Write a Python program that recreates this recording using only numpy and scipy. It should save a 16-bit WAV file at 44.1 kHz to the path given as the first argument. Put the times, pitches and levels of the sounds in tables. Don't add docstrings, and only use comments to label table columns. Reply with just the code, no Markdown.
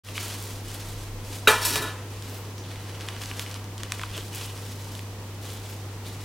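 import sys
import numpy as np
from scipy import signal
from scipy.fft import rfft, irfft
from scipy.io import wavfile
from scipy.ndimage import uniform_filter1d

SR = 44100
rng = np.random.default_rng(int(sys.argv[2]) if len(sys.argv) > 2 else 0)


def master_out(mix):
    frames = np.transpose(np.atleast_2d(mix))
    ceiling = np.clip(frames, -1, 1)
    pcm = np.round(ceiling * 32767).astype(np.int16)
    wavfile.write(sys.argv[1], SR, pcm)


N = 275184
T = np.arange(N) / SR
RING_T = T[:SR]


# f/Hz, level/dB, t60/s
TRAY_MODES = [(430, 6, .155), (447, -10, .45), (496, -4, .17), (667, -5, .16), (868, -12, .34),
              (944, -9, .68), (1023, -7.5, .42), (1108, -10.5, .4), (1140, -10, .2), (1246, -7, .34),
              (1285, -6.5, .48), (1338, -6, .18), (1449, 1.5, .29), (1501, -4, .12), (1585, -13, .35),
              (1655, -6, .1), (1726, 2, .24), (1749, -4, .5), (1927, -17, .55), (1955, -8.5, .15),
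              (2115, -10, .18), (2354, -11, .34), (2379, -3, .26), (2445, -7, .1), (2501, -3.5, .18),
              (2600, -1, .05), (2690, -5, .08), (2791, -3.5, .15), (2858, -13, .36), (3044, -16, .3),
              (3112, -4.5, .18), (3180, -12, .4), (3315, -11, .12), (3666, -16, .3), (3714, -8, .14),
              (3788, .5, .09), (3890, 1, .085), (4295, -10, .15), (4625, -16, .18), (5416, -14, .22),
              (5500, -17, .1), (6020, -21, .18), (6510, -20, .1), (8244, -23, .14), (8400, -24, .14),
              (9283, -22, .14), (10081, -23, .14), (11535, -22, .14), (12683, -22, .14), (13181, -23, .14),
              (14180, -18, .24), (14712, -23, .12)]
def steel_ring():
    return unit_energy(sum((-1) ** k * undb(db) * fade(t60) * np.sin(2 * np.pi * hz * RING_T)
                           for k, (hz, db, t60) in enumerate(TRAY_MODES)))


# f/Hz, level/dB
CROWD_COLOUR = [(100, -12), (300, -13), (450, -3), (610, -5), (950, 0), (1350, -1), (1750, -4), (2200, -10),
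                (2600, -5), (3400, -8), (3800, -9), (4200, -16), (9000, -15), (16000, -36)]
# t/s, level/dB, rattle re blow/dB, rattle decay/s
TRAY_BLOWS = [(1.4725, -24, 14, 0.003), (1.4762, 0, -7, 0.01), (1.503, -23, 9, .008), (1.65, -25, -5, .012),
              (1.757, -20, 2.5, 0.018), (1.821, -21, 2.5, 0.11)]
# t/s, length/s, rasp/dB, drag on the steel/dB
SHOVES = [(1.474, 0.042, -29, -40), (1.54, 0.058, -39, -40), (1.609, 0.14, -31.5, -40.5),
          (1.736, 0.04, -34, -37), (1.793, 0.092, -46, -40.5)]
SHOVE_ATTACK_S = 0.0093
def tray(quick_t60, slow_db, slow_t60, chatter_db, modes_db, crowd_db):
    force, rattle_power = np.zeros(N), np.zeros(N)
    for s, db, rattle_db, decay_s in TRAY_BLOWS:
        add(force, s, undb([db]))
        add(rattle_power, s, (undb(db + rattle_db) * unit_energy(np.exp(-RING_T / decay_s))) ** 2)
    points = band(grains(rate=2500, scatter_db=1.5), hz=2700, ratio=4.8)
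    drag = together(undb(db) * stroke(s, length, SHOVE_ATTACK_S, release_s=0.015)
                    for s, length, _, db in SHOVES)
    force += drag * undb(-13) * points
    decay = unit_energy(fade(quick_t60) + undb(slow_db) * fade(slow_t60))
    stored = np.sqrt(np.abs(ring(rattle_power + force ** 2, decay ** 2)))
    crowd = noise(CROWD_COLOUR) * undb(chatter_db * walk(rate=150))
    return undb(modes_db) * ring(force, steel_ring()) + undb(crowd_db) * stored * crowd


# t/s, peak/dB, f/Hz, time to peak/s
RIM_CLAPS = [(1.4724, -6, 1450, 0.0023), (1.4743, -7, 2560, 0.00099), (1.4735, -14.5, 3830, 0.0017)]
def rim_claps():
    out, t = np.zeros(N), RING_T[:SR // 20]
    for s, db, hz, peak_s in RIM_CLAPS:
        envelope = t / peak_s * np.exp(1 - t / peak_s)
        add(out, s, undb(db) * envelope * np.sin(2 * np.pi * hz * t))
    return out


# f/Hz, level/dB
RASP_COLOUR = [(500, -41), (2500, 2), (3800, 2), (4600, 6), (5050, 1), (5450, 4), (6300, 0), (7500, 0),
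               (11000, -1), (14000, -6), (16000, -7)]
# t/s, level/dB, t60/s
CATCHES = [(1.474, -21.5, 0.12), (1.511, -30, .05), (1.65, -23.5, 0.26), (1.756, -29, 0.072),
           (1.821, -34, 0.13)]
# f/Hz, level/dB
CATCH_COLOUR = [(500, -32), (2500, -4), (5000, 5), (10000, 4.5), (14500, 6), (16000, -13)]
def scrape(rasp_db, zing_db):
    slips = undb(1.3 * walk(rate=120))
    sliding = together(undb(db) * stroke(s, length, SHOVE_ATTACK_S, release_s=0.037)
                       for s, length, db, _ in SHOVES)
    rasp = sliding * unit(colour(grains(rate=9000, scatter_db=-1.0), RASP_COLOUR))
    catches = np.zeros(N)
    for s, db, t60 in CATCHES:
        add(catches, s, undb(db) * fade(t60))
    contact = slips * rasp + catches * noise(CATCH_COLOUR)
    high_modes = signal.sosfilt(signal.butter(8, 4900, "high", fs=SR, output="sos"), steel_ring())
    return undb(rasp_db) * contact + undb(zing_db) * ring(contact, unit_energy(high_modes))


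# t/s, level/dB, f/Hz, cycles to fall 40 dB, tick re snap/dB
CRUST_SNAPS = [(0.087, -23.5, 2550, 4.3, -14), (0.1793, -9, 2400, 4, -28), (.261, -29, 3000, 4, -5),
               (1.7577, -11, 2000, 3.4, -2), (2.224, -29.5, 3400, 2.8, 2.5), (2.581, -41, 3400, 2.3, 14),
               (2.651, -32, 2870, 3.4, -12), (2.758, -30, 2960, 4, -8), (3.009, -23, 2990, 2, -6),
               (3.0866, -9.5, 2450, 1.5, -11), (3.1646, -24, 2170, 3.4, -5), (3.2365, -22.5, 1920, 3.2, -3),
               (3.2586, -31, 3000, 4.8, 8), (3.3136, -17, 2150, 4.7, -22), (3.3953, -16, 2150, 2.4, -1.5),
               (3.4633, -21, 2800, 3.4, -10), (3.513, -34, 3400, 2, 9), (3.5428, -25.5, 2400, 2.2, 4),
               (3.643, -43, 3400, 2, 11.5), (3.7802, -29.5, 2400, 1.6, 5), (3.8340, -17.5, 1800, 2.6, 0.5),
               (3.921, -6, 1750, 1.6, -4.5), (3.9955, -13, 1450, 1.6, -18), (4.0151, -15, 1400, 1.5, -12),
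               (4.0348, -12, 2500, 2, -16), (4.036, -11.5, 1080, 2.6, -27), (4.179, -18, 2200, 1.5, -7),
               (4.727, -44, 3400, 2, 11), (4.952, -26.5, 2800, 2.3, 1), (4.993, -23.5, 2900, 3.1, -4),
               (5.503, -31, 2700, 2.5, 2)]
# f/Hz, gain/dB
CRUST_COLOUR = [(300, -75), (760, -24), (1010, 1.5), (1400, -2), (2000, 0.5), (3300, 5.5), (4500, 7.5),
                (6000, 8.5), (10000, 4), (16000, -3)]
SHELL_TOP_HZ = 3530
def snaps(echo_s, echo_db, chip_db, chip_s):
    out, t = np.zeros(N), RING_T[:SR // 20]
    for s, db, hz, cycles, tick_db in CRUST_SNAPS:
        shell = np.sin(2 * np.pi * hz * t) * np.exp(-np.log(100) * hz * t / cycles)
        shell = signal.sosfilt(signal.butter(6, SHELL_TOP_HZ, fs=SR, output="sos"), shell)
        shell[:3] += undb(tick_db) * np.array([.5, 1, .5])
        chips = rng.standard_normal(len(t)) ** 3 * np.exp(-t / chip_s)
        crack = shell + undb(chip_db) * ring(shell, unit_energy(chips))
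        add(out, s, undb(db) * crack)
        add(out, s + echo_s * rng.uniform(0.68, 1.174), undb(db + echo_db) * crack)
    return colour(out, CRUST_COLOUR)


# t/s, length/s, level as it gives/dB
CRUMB_PULLS = [(2.633, 0.24, -48), (2.853, 0.26, -43.5), (3.125, 0.19, -45), (3.301, 0.26, -45),
               (3.767, .33, -45.5), (4.09, .095, -41.5)]
def pulling(build_db=5.5):
    pulls = []
    for s, length, db in CRUMB_PULLS:
        slack = np.clip(1 - (T - s) / length, 0, 1)
        pulls.append(undb(db - build_db * slack) * stroke(s, length, attack_s=0.02, release_s=0.034))
    return together(pulls)


# t/s, length/s, glove hiss/dB, dry crust/dB
GLOVE_RUBS = [(0.006, 0.046, -44, -44), (0.123, .2, -39.5, -44.5), (.35, 0.16, -44.5, -59),
              (0.63, 0.13, -45.5, -51), (1.225, 0.083, -47, -60), (1.292, 0.044, -41, -60),
              (2.09, 0.081, -53, -53), (2.207, 0.13, -48.5, -55), (3.177, .1, -45, -61),
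              (3.352, 0.044, -41.5, -44), (3.907, .07, -48.5, -52), (4.13, 0.049, -43, -50),
              (4.22, .08, -53, -55), (4.31, 0.125, -41, -47), (4.513, .22, -49, -53),
              (5.404, 0.12, -46, -53), (6.03, 0.053, -47.5, -52), (6.172, .07, -53, -53),
              (0.764, 0.27, -48.5, -57), (4.77, .2, -50, -56), (5.617, 0.11, -48.5, -57)]
def rubbing():
    hiss, dry_crust = [], []
    for s, length, glove_db, crust_db in GLOVE_RUBS:
        movement = stroke(s, length, attack_s=0.037, release_s=0.086)
        hiss.append(undb(glove_db) * movement)
        dry_crust.append(undb(crust_db) * movement)
    return together(hiss), together(dry_crust)


# f/Hz, level/dB
CRUMB_SPECTRUM = [(400, -19), (1100, 3.5), (2100, 2), (2950, 3.5), (3700, 0), (5000, -1), (7000, -7.5),
                  (11000, -10), (16000, -37)]
# f/Hz, level/dB
GLOVE_SPECTRUM = [(1500, -4.5), (4000, 0.5), (7000, -1.5), (10000, -4), (13000, -7.5), (16000, -15.5)]
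def hands(rub_crackle, pull_crackle, grip_crackle):
    unevenness = walk(rate=90)

    def friction(spectrum, crackle, rate, scatter_db):
        smooth = np.sqrt(1 - crackle) * rng.standard_normal(N)
        fractures = np.sqrt(crackle) * grains(rate, scatter_db)
        return undb(4.4 * crackle * unevenness) * unit(colour(smooth + fractures, spectrum))

    crumb = lambda crackle: friction(CRUMB_SPECTRUM, crackle, rate=2000, scatter_db=2.3)
    glove = lambda crackle: friction(GLOVE_SPECTRUM, crackle, rate=1000, scatter_db=2.7)
    hiss, dry_crust = rubbing()
    grip = undb(-60.5) * glove(grip_crackle) + undb(-59.5) * crumb(grip_crackle)
    rubs = hiss * glove(rub_crackle) + dry_crust * crumb(rub_crackle)
    return rubs + pulling() * crumb(pull_crackle) + grip


# t/s, length/s, level/dB, f/Hz
GLOVE_CRINKLES = [(0.138, 0.065, -44.5, 2600), (2.29, .11, -56, 13500), (2.567, .02, -48, 5500),
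                  (2.62, 0.12, -53, 3860), (4.126, .025, -40.5, 3120), (4.312, 0.17, -47, 2900),
                  (5.44, 0.14, -53, 3400), (5.675, .035, -55, 13000), (6.047, 0.027, -48, 3800)]
def crinkles(attack_s, release_s):
    jerks = grains(rate=2200, scatter_db=2.5)
    return sum(undb(db) * stroke(s, length, attack_s, release_s) * unit(band(jerks, hz, ratio=1.16))
               for s, length, db, hz in GLOVE_CRINKLES)


# f/Hz, level/dB
FLAKE_SPECTRUM = [(2000, -22), (5000, -2), (8000, -2), (13000, -2.5), (16000, -2)]
def flakes(gain_db):
    ticks = unit(colour(grains(rate=110, scatter_db=2), FLAKE_SPECTRUM))
    hiss, _ = rubbing()
    return undb(gain_db) * together([hiss, pulling() / 2]) * ticks


# middle t/s, level/dB, f/Hz, half length/s
LOAF_BUMPS = [(0.675, -47, 200, 0.0085), (1.508, -32, 450, 0.01), (1.76, -30, 550, .007),
              (1.774, -38.5, 203, 0.11), (4.184, -37.5, 365, 0.014)]
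def bumps():
    return sum(undb(db) * unit(band(rng.standard_normal(N), hz, ratio=1.8)) * swell(s, half_length)
               for s, db, hz, half_length in LOAF_BUMPS)


# f/Hz, level/dB
AIR_COLOUR = [(94, -45.5), (160, -11), (235, 0), (450, -2.5), (504, -2), (555, -7), (846, -8), (930, -7),
              (1500, -15.5), (1960, -15.5), (6810, -24.5), (11900, -39), (15500, -52)]
# f/Hz, level/dB
BASS_COLOUR = [(15, -6), (30, 3), (70, -1.5), (140, 0), (200, -2), (400, -27.5)]
# middle t/s, level/dB, half length/s
RUMBLE_SWELLS = [(1.08, -39.5, 0.34), (1.75, -45, 0.19)]
def kitchen():
    air, diffuse = (undb(-44.3) * noise(AIR_COLOUR) for _ in range(2))
    drift = undb(.5 * walk(rate=7))
    hum = undb(-38) * np.sqrt(2) * np.sin(2 * np.pi * 100 * T)
    bass = undb(-47.0) * noise(BASS_COLOUR)
    swells = sum(undb(db) * swell(s, half_length) for s, db, half_length in RUMBLE_SWELLS)
    rumble = swells * unit(band(rng.standard_normal(N), hz=30.3, ratio=1.17))
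    return stereo(air * drift + hum + bass + rumble, undb(8.0) * diffuse)


def room(x, wet_db, side_db, t60):
    responses = (rng.standard_normal(SR) * fade(t60) * (RING_T > .002) for _ in range(2))
    mid, side = (ring(x, unit_energy(response)) for response in responses)
    return stereo(x + undb(wet_db) * mid, undb(side_db) * side)


# f/Hz, gain/dB
SIDE_COLOUR = [(100, -57), (250, -54), (500, -29), (1000, -18.5), (2000, -10), (4000, -8), (8000, -4),
               (16000, 7.5)]
def stereo(mid, diffuse):
    side = colour(diffuse, SIDE_COLOUR)
    return np.array([mid + side, mid - side])


def undb(db):
    return 10 ** (np.asarray(db) / 20)


def unit(x):
    return x / np.sqrt(np.mean(x ** 2))


def unit_energy(x):
    return x / np.sqrt(np.sum(x ** 2))


def fade(t60):
    return np.exp(-np.log(1000) * RING_T / t60)


def stroke(start, length, attack_s, release_s):
    return np.clip((T - start) / attack_s, 0, 1) * np.exp(-np.maximum(T - start - length, 0) / release_s)


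def swell(s, half_length):
    return np.exp(-((T - s) / half_length) ** 2)


def together(envelopes):
    return np.sqrt(sum(e ** 2 for e in envelopes))


def ring(x, response):
    return signal.fftconvolve(x, response)[:len(x)]


def colour(x, points, size=4096):
    hz, db = np.transpose(points)
    f = np.maximum(np.arange(size // 2 + 1) * SR / size, 1)
    gain = undb(np.interp(np.log(f), np.log(hz), db))
    cepstrum = irfft(np.log(gain))
    cepstrum[1:size // 2] *= 2
    cepstrum[size // 2 + 1:] = 0
    return ring(x, irfft(np.exp(rfft(cepstrum))))


def band(x, hz, ratio):
    return signal.sosfilt(signal.butter(2, [hz / ratio, hz * ratio], "band", fs=SR, output="sos"), x)


def add(track, s, sound):
    place = track[int(s * SR):][:len(sound)]
    place += sound[:len(place)]


def noise(spectrum):
    return unit(colour(rng.standard_normal(N), spectrum))


def grains(rate, scatter_db):
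    sizes = undb(scatter_db * np.minimum(rng.standard_exponential(N), 4))
    moments = rng.random(N) < rate / SR
    return unit(moments * sizes * np.clip(rng.standard_normal(N), -1.5, 1.5))


def walk(rate):
    hold = int(SR / rate)
    steps = np.repeat(rng.standard_normal(N)[:N // hold + 1], hold)
    return unit(uniform_filter1d(steps, hold)[:N])


def scene():
    clank = rim_claps() + tray(quick_t60=0.22, slow_db=-6.0, slow_t60=0.72,
                               chatter_db=1.0, modes_db=18.1, crowd_db=12.4)
    steel = room(clank, wet_db=-8.0, side_db=-17, t60=0.046)
    cracks = snaps(echo_s=.0006, echo_db=-9, chip_db=-9, chip_s=.0018)
    crust = room(cracks, wet_db=-13.5, side_db=-12, t60=0.23)
    handling = hands(rub_crackle=0.3, pull_crackle=0.5, grip_crackle=0.4) + flakes(gain_db=-7)
    handling += crinkles(attack_s=0.02, release_s=0.044) + bumps() + scrape(rasp_db=0.54, zing_db=-14.5)
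    rustle = room(handling, wet_db=-9, side_db=-8.0, t60=0.047)
    barely_left = undb(0.064 * np.array([[1], [-1]]))
    return steel + crust + rustle * barely_left + kitchen()


def record(dry):
    opening = np.clip((T - .035) / 0.062, 0, 1)
    low_pass = signal.ellip(10, .1, 70, 15950, fs=SR, output="sos")
    return signal.sosfilt(low_pass, np.clip(dry * opening, -1, 1))


dry = scene()
out = record(dry)
master_out(out)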